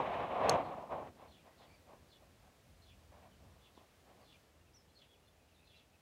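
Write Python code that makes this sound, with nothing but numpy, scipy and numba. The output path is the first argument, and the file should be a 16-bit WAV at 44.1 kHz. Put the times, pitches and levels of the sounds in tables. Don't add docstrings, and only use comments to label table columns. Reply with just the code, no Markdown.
import sys
import numpy as np
from scipy import signal
from scipy.fft import rfft, irfft
from scipy.io import wavfile
from scipy.ndimage import uniform_filter1d
from numba import njit

SR = 44100
rng = np.random.default_rng(int(sys.argv[2]) if len(sys.argv) > 2 else 0)


def to_wav(s):
    ch = np.atleast_2d(s).T
    pcm = np.round(np.clip(ch, -1, 1) * 32767)
    wavfile.write(sys.argv[1], SR, pcm.astype(np.int16))


def convert_level_to_amplitude(level_db):
    exponent = np.asarray(level_db, float) / 20
    return 10 ** exponent


N = 265129

# [f/Hz, width/Hz, level/dB]
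CASE_RING = [(579, 283, 1), (732, 266, 2.5), (1080, 241, -3.5)]
# [f/Hz, width/Hz, level/dB]
SCRAPE_BANDS = [(1900, 1170, 9), (2600, 1210, 12), (1610, 480, 4), (3300, 3900, -24.5), (4100, 810, -11),
                (7000, 4200, -30)]
# [f/Hz, width/Hz, level/dB]
THUD_MODES = [(72, 34, -6.5), (150, 75, -2), (232, 80, -1.5), (345, 190, -0.5)]
# [t/s, pressure level/dB, scrape brightness from speed/dB]
SLIDE = [
    (0, -29.5, -5.5),
    (.025, -39, 2.5),
    (.22, -38, -0.5),
    (.285, -44, 1),
    (.38, -35.5, -4),
    (.49, -29, -1),
    (.575, -34, -4.5),
    (.625, -43, -3),
    (.88, -52, -6),
]
# [full pressure t/s, hold/s, level/dB, fade/(dB/s)]
GRIP_SHIFTS = [(.918, 0.018, -39, 92), (1.2, 0.061, -58, 250), (1.47, .01, -62.5, 217),
               (1.61, 0.015, -63, 94), (1.9, 0.032, -59, 291), (2.0, 0.021, -79, 150),
               (2.22, 0.023, -69.5, 196), (2.44, 0.026, -69, 125), (3.01, 0.011, -70, 396),
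               (3.14, 0.035, -62, 200), (3.235, 0.032, -62.5, 300), (3.42, .05, -69, 64),
               (3.69, .01, -71.5, 400), (3.78, 0.035, -67.5, 200), (4.08, 0.029, -63.5, 250),
               (4.21, 0.015, -63, 402), (4.33, .02, -82, 400)]
# [t/s, peak level/dB]
KNOCKS = [
    (0.001, -26),
    (0.009, -42),
    (0.913, -34.5),
    (1.197, -51),
    (1.899, -49),
    (1.935, -43),
    (3.7764, -44),
    (3.813, -52),
    (3.844, -54),
]
# [f/Hz, level per Hz/dB]
YARD_COLOUR = [(76, -31.5), (130, 0.5), (179, 0), (326, -3), (619, -4.5), (1000, -11.5), (2720, -16),
               (15500, -29)]
# [t/s, level/dB]
TRAFFIC = [(0, -64), (.6, -67.5), (1.6, -68), (2.3, -69.5), (2.7, -71), (4.4, -70), (6.01, -71)]
# [f/Hz, width/Hz, level/dB]
RUMBLE_MODES = [(52.3, 12, -9.5), (78.4, 15, -4.5), (106.3, 43, -8.5)]
# [t/s, hold/s, level/dB, fade/(dB/s)]
SWAYS = [(1.3, 0.019, -66, 152), (1.67, 0.055, -73, 40), (2.0, 0.017, -66, 158), (2.21, 0.18, -70, 98),
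         (2.67, 0.025, -64.5, 60), (2.93, 0.019, -63, 197), (3.12, 0.012, -63, 300), (3.27, .03, -70, 200),
         (3.42, 0.034, -64.5, 63), (5.71, .03, -75.5, 100)]
# [f/Hz, width/Hz, level/dB]
SWAY_BODY = [(142, 60, 4), (210, 99, -2.5)]
# [t/s, peak level/dB, treble tilt/(dB/octave), share of full ring time]
SNAPS = [
    (0.4943, -24, 2, .8),
    (0.4948, -19, 0, .9),
    (0.4954, -23, 2, .8),
    (0.4961, -26, 2, .55),
    (0.4981, -25, 8, .4),
    (0.8245, -60, 4, .5),
    (0.999, -66, 3, .5),
]
# [f/Hz, level/dB, t60/s]
SNAP_MODES = [(2900, -11, .01), (3400, -11, .01), (4280, -1, .011), (5450, -7, .011), (6450, -4, .012),
              (7400, -11, .009), (8900, -10, .009), (10600, -15, .008), (12300, -28, .006),
              (15300, -35, .014)]
# [f/Hz, width/Hz, level/dB]
SNAP_HAZE = [(5000, 970, -4), (6300, 1200, 23), (9000, 2500, 8), (12500, 4000, -13)]
# [f/Hz, droop/Hz, hold/s, level/dB]
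RUNGS = [(4650, 60, .03, -4), (4200, 50, .048, 0), (3780, 150, .04, -7), (3470, 130, .075, 2),
         (3100, 250, .05, -3), (2720, 30, .05, -2), (2450, 20, .027, 4)]
# [t/s, top f/Hz, bottom f/Hz, fall/(Hz/s), level/dB]
CHIRPS = [(.627, 4350, 3600, 20000, -75.5), (1.273, 4300, 2300, 17100, -75),
          (2.081, 4810, 2850, 32350, -74), (2.807, 4350, 2280, 18300, -75), (3.608, 3640, 2580, 20500, -76),
          (4.192, 4900, 2300, 17220, -77), (4.942, 4800, 2580, 27640, -76),
          (5.636, 4350, 2300, 19000, -76.5)]
# [t/s, top f/Hz, bottom f/Hz, fall/(Hz/s), level/dB]
RASPS = [(1.565, 4500, 2700, 25000, -73), (3.745, 4400, 2300, 70000, -73.5),
         (4.24, 4000, 2970, 8000, -79.5), (5.0, 3450, 2500, 30000, -79), (5.7, 3560, 2860, 6000, -78),
         (5.742, 4570, 2800, 60000, -74.5)]
# [t/s, length/s, start f/Hz, end f/Hz, level/dB]
WHISTLE = [
    (4.734, 0.012, 4700, 6000, -74),
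    (4.745, 0.041, 6000, 5200, -67),
    (4.781, .04, 5210, 5200, -76),
]
# [t/s, length/s, start f/Hz, end f/Hz, level/dB]
TWITTER = [(1.668, .084, 4490, 4520, -81), (1.67, .097, 2310, 2350, -75), (1.732, 0.055, 4790, 4430, -81),
           (4.953, 0.039, 4300, 4240, -69), (3.309, .04, 3100, 2960, -78), (5.723, .11, 2730, 2646, -76),
           (4.609, 0.017, 2890, 2780, -79), (4.66, 0.037, 2950, 2350, -79), (5.746, 0.043, 3880, 4100, -75),
           (4.872, 0.041, 2900, 3650, -80), (4.89, 0.028, 4110, 4070, -79),
           (5.081, 0.096, 3360, 3380, -77.5), (5.131, 0.029, 3350, 2600, -77),
           (5.146, .06, 2500, 2300, -82), (5.225, 0.042, 2890, 2820, -81.5),
           (5.253, 0.031, 4260, 4200, -82), (5.272, .025, 3580, 3380, -78), (5.395, .04, 2540, 2400, -84),
           (5.476, .02, 2780, 2900, -79), (5.51, 0.029, 2900, 2420, -78), (5.543, 0.022, 4080, 3780, -77.5),
           (5.562, .047, 3560, 3750, -76), (5.59, 0.1, 2530, 2710, -78.5), (5.922, 0.045, 2515, 2600, -76)]
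# [t/s, length/s, level/dB]
PIPS = [(1.47, .05, -77), (1.52, .07, -80), (1.617, .045, -77), (1.68, .05, -83), (1.79, .05, -84)]
# [t/s, hold/s, level/dB, fade/(dB/s)]
INSECT = [
    (5.17, .13, -93, 400),
    (5.52, .1, -93, 20),
]


@njit
def svf(x, hz, width):
    y, band, low = np.empty(len(x)), 0., 0.
    for i in range(len(x)):
        g, k = np.tan(np.pi * hz[i] / SR), width / hz[i]
        v = (band + g * (x[i] - low)) / (1 + g * (g + k))
        band, low, y[i] = 2 * v - band, low + 2 * g * v, k * v
    return y


def unit(x):
    return x / np.sqrt(np.mean(x ** 2))


def resonate(x, modes):
    out = np.zeros(len(x))
    for k, (hz, width_hz, db) in enumerate(modes):
        centre, width = np.full(len(x), 1. * hz), 1.46 * width_hz
        gain = (-1) ** k * convert_level_to_amplitude(db) / np.sqrt(width_hz)
        out += gain * svf(svf(x, centre, width), centre, width)
    return unit(out)


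def columns(table):
    s, *rest = np.transpose(table)
    return [np.interp(np.arange(N) / SR, s, c) for c in rest]


def walk(rate_hz):
    k = int(SR / rate_hz)
    steps = np.repeat(rng.standard_normal(N // k + 1), k)
    return unit(uniform_filter1d(uniform_filter1d(steps, k), k)[:N])


def add(out, start_s, x):
    i = int(start_s * SR)
    out[i:i + len(x)] += x[:N - i]


def strokes(table, rise_db_s):
    t, power = np.arange(N) / SR, 0
    for s, hold, db, fade in table:
        rising = rise_db_s * np.maximum(s - t, 0)
        fading = fade * np.maximum(t - s - hold, 0)
        power = power + convert_level_to_amplitude(db - rising - fading) ** 2
    return np.sqrt(power)


def fading_noise(t60_s, length_s):
    t = np.arange(int(length_s * SR)) / SR
    x = rng.standard_normal(len(t)) * convert_level_to_amplitude(-60 * t / t60_s)
    return x / np.sqrt(np.sum(x ** 2))


def fingers(slips_per_s=5000, scatter_db=2.5, catch_db=1.0):
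    rise_db_s, lift_s, lift_db_s = 386, 1.07, 306
    t, (slide_db, speed_db) = np.arange(N) / SR, columns(SLIDE)
    lifted = convert_level_to_amplitude(-lift_db_s * np.maximum(t - lift_s, 0))
    slide = convert_level_to_amplitude(slide_db) * (t < SLIDE[-1][0])
    second_slide = strokes(GRIP_SHIFTS[:1], rise_db_s) * lifted
    small_shifts = strokes(GRIP_SHIFTS[1:], rise_db_s)
    press = np.sqrt(slide ** 2 + second_slide ** 2 + small_shifts ** 2)
    thud_lag_s, thud_share, thud_db = .034, .86, -17
    keep = np.exp(-1 / (thud_lag_s * SR))
    palm = np.sqrt(signal.lfilter([1 - keep], [1, -keep], press ** 2)) ** thud_share
    scrape_db = np.where(t < lift_s, -13 + speed_db, -12.5)
    happens, side, strength = rng.random((3, N))
    slips = (happens < slips_per_s / SR) * np.sign(side - .5)
    slips = slips * convert_level_to_amplitude(-scatter_db * np.log(1 - .98 * strength))
    catch = convert_level_to_amplitude(catch_db * np.clip(walk(70), -2, 1.6))
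    fine = rng.standard_normal(N) * catch ** 1.5
    ring = resonate(slips * catch, CASE_RING)
    out = press * (ring + convert_level_to_amplitude(scrape_db) * resonate(fine, SCRAPE_BANDS))
    out = out + palm * convert_level_to_amplitude(thud_db) * resonate(fine, THUD_MODES)
    knock = resonate(signal.unit_impulse(SR // 20), CASE_RING + [(297, 330, 6.0)])
    knock = knock / np.max(np.abs(knock))
    for s, db in KNOCKS:
        add(out, s, convert_level_to_amplitude(db - 3.5) * knock)
    return out


def yard():
    traffic_db = columns(TRAFFIC)[0]
    hiss_db, drop_db, drop_s, drop_length_s = -66, -2.5, 4.43, .092
    hiss_db = hiss_db + drop_db * np.clip((np.arange(N) / SR - drop_s) / drop_length_s, 0, 1)
    hz = np.fft.rfftfreq(N, 1 / SR)[1:]
    colour_hz, colour_db = np.transpose(YARD_COLOUR)
    spectrum = rfft(rng.standard_normal(N))[1:] * convert_level_to_amplitude(np.interp(np.log(hz), np.log(colour_hz), colour_db))
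    spectrum = spectrum / np.sqrt(np.mean(irfft(np.append(0, spectrum), N) ** 2))
    out, swell = 0, walk(1.73)
    for octave in np.arange(4, 15, .5):
        share = np.clip(1 - 2 * np.abs(np.log2(hz) - octave), 0, 1)
        low = np.clip((12.5 - octave) / 5, .05, 1)
        db = low * (traffic_db + .6 * swell + walk(8)) + (1 - low) * hiss_db
        out = out + convert_level_to_amplitude(db) * irfft(np.append(0, spectrum * share), N)
    rumble_db, wander_db, thump_db = -72, 1.2, -6.5
    sway = np.hypot(convert_level_to_amplitude(rumble_db + wander_db * walk(6)), strokes(SWAYS, 170))
    thump = strokes(SWAYS, 150) * resonate(rng.standard_normal(N), SWAY_BODY)
    return out + convert_level_to_amplitude(thump_db) * thump + sway * resonate(rng.standard_normal(N), RUMBLE_MODES)


def snaps():
    rise_s, haze_db, haze_t60_s, haze_length_s = .0001, -63, .16, .12
    out, t = np.zeros(N), np.arange(SR // 20) / SR
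    onset = 1 - np.exp(-(t / rise_s) ** 2)
    for s, db, tilt_db, share in SNAPS:
        ring = np.zeros(len(t))
        for hz, mode_db, t60_s in SNAP_MODES:
            gain = convert_level_to_amplitude(mode_db + tilt_db * np.log2(hz / 4300))
            ring += gain * np.sin(2 * np.pi * hz * t) * convert_level_to_amplitude(-60 * t / (t60_s * share))
        add(out, s, convert_level_to_amplitude(db) * onset * ring)
    haze = resonate(fading_noise(haze_t60_s, haze_length_s), SNAP_HAZE)
    add(out, SNAPS[0][0], convert_level_to_amplitude(haze_db) * haze)
    return out


def breath(air, hz, width_hz):
    return unit(svf(svf(air, hz, width_hz), hz, width_hz))


def notes():
    easy_fall_hz_s, pip_hz = 17500, 1966
    rungs = []
    for s, top, low, fall, db in CHIRPS:
        for hz, droop, hold, rung_db in RUNGS:
            if low < hz < top:
                length = hold * np.sqrt(easy_fall_hz_s / fall)
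                rungs.append((s + (top - hz) / fall, length, hz, hz - droop, db + rung_db))
    return rungs + WHISTLE + TWITTER + [(s, length, pip_hz, pip_hz, db) for s, length, db in PIPS]


def birds():
    waver_hz, flutter_db = 35, 1.8
    far_breath, near_breath, near_hz, breath_hz = .38, .06, 4690, 300.
    buzz_db, buzz_hz, buzz_over_s = 1, 1300., .045
    echo_db, echo_t60_s = -7, .2
    out, waver, flutter = np.zeros(N), walk(220), convert_level_to_amplitude(flutter_db * walk(260))
    note_air, buzz_air = rng.standard_normal((2, N))
    for s, length, start_hz, end_hz, db in notes():
        i, u = int(s * SR), np.linspace(0, 1, int(length * SR))
        hz = start_hz + (end_hz - start_hz) * u + waver_hz * waver[i:i + len(u)]
        share = near_breath if min(start_hz, end_hz) > near_hz else far_breath
        tone = np.sqrt(2 - 2 * share) * np.sin(2 * np.pi * np.cumsum(hz) / SR)
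        voice = tone + np.sqrt(share) * breath(note_air[i:i + len(u)], hz, breath_hz)
        add(out, s, convert_level_to_amplitude(db) * np.sin(np.pi * u) ** .17 * voice)
    for s, top, low, fall, db in CHIRPS + RASPS:
        length = (top - low) / fall + buzz_over_s
        i, u = int(s * SR), np.linspace(0, 1, int(length * SR))
        buzz = breath(buzz_air[i:i + len(u)], top + (low - top) * u, buzz_hz)
        add(out, s, convert_level_to_amplitude(db + buzz_db) * np.sin(np.pi * u) ** .8 * buzz)
    out = out * flutter
    return out + convert_level_to_amplitude(echo_db) * signal.fftconvolve(out, fading_noise(echo_t60_s, .4))[:N]


def insect():
    line_hz, width_hz, throb_hz = 10100, 90, 22
    throb = 1 + .77 * np.sin(2 * np.pi * throb_hz * np.arange(N) / SR)
    line = resonate(rng.standard_normal(N), [(line_hz, width_hz, 0)])
    return strokes(INSECT, 300) * throb * line


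def scene():
    return (fingers() + yard() + snaps() + birds() + insect())[None]


def low_pass(x):
    return signal.sosfilt(signal.butter(12, 16440, fs=SR, output="sos"), x)


def record(dry):
    limit, top_hz = .3, 15750
    rounded = limit * np.tanh(dry / limit)
    steep = signal.ellip(10, .2, 60, top_hz, fs=SR, output="sos")
    return low_pass(signal.sosfilt(steep, rounded))


dry = scene()
out = record(dry)
to_wav(out)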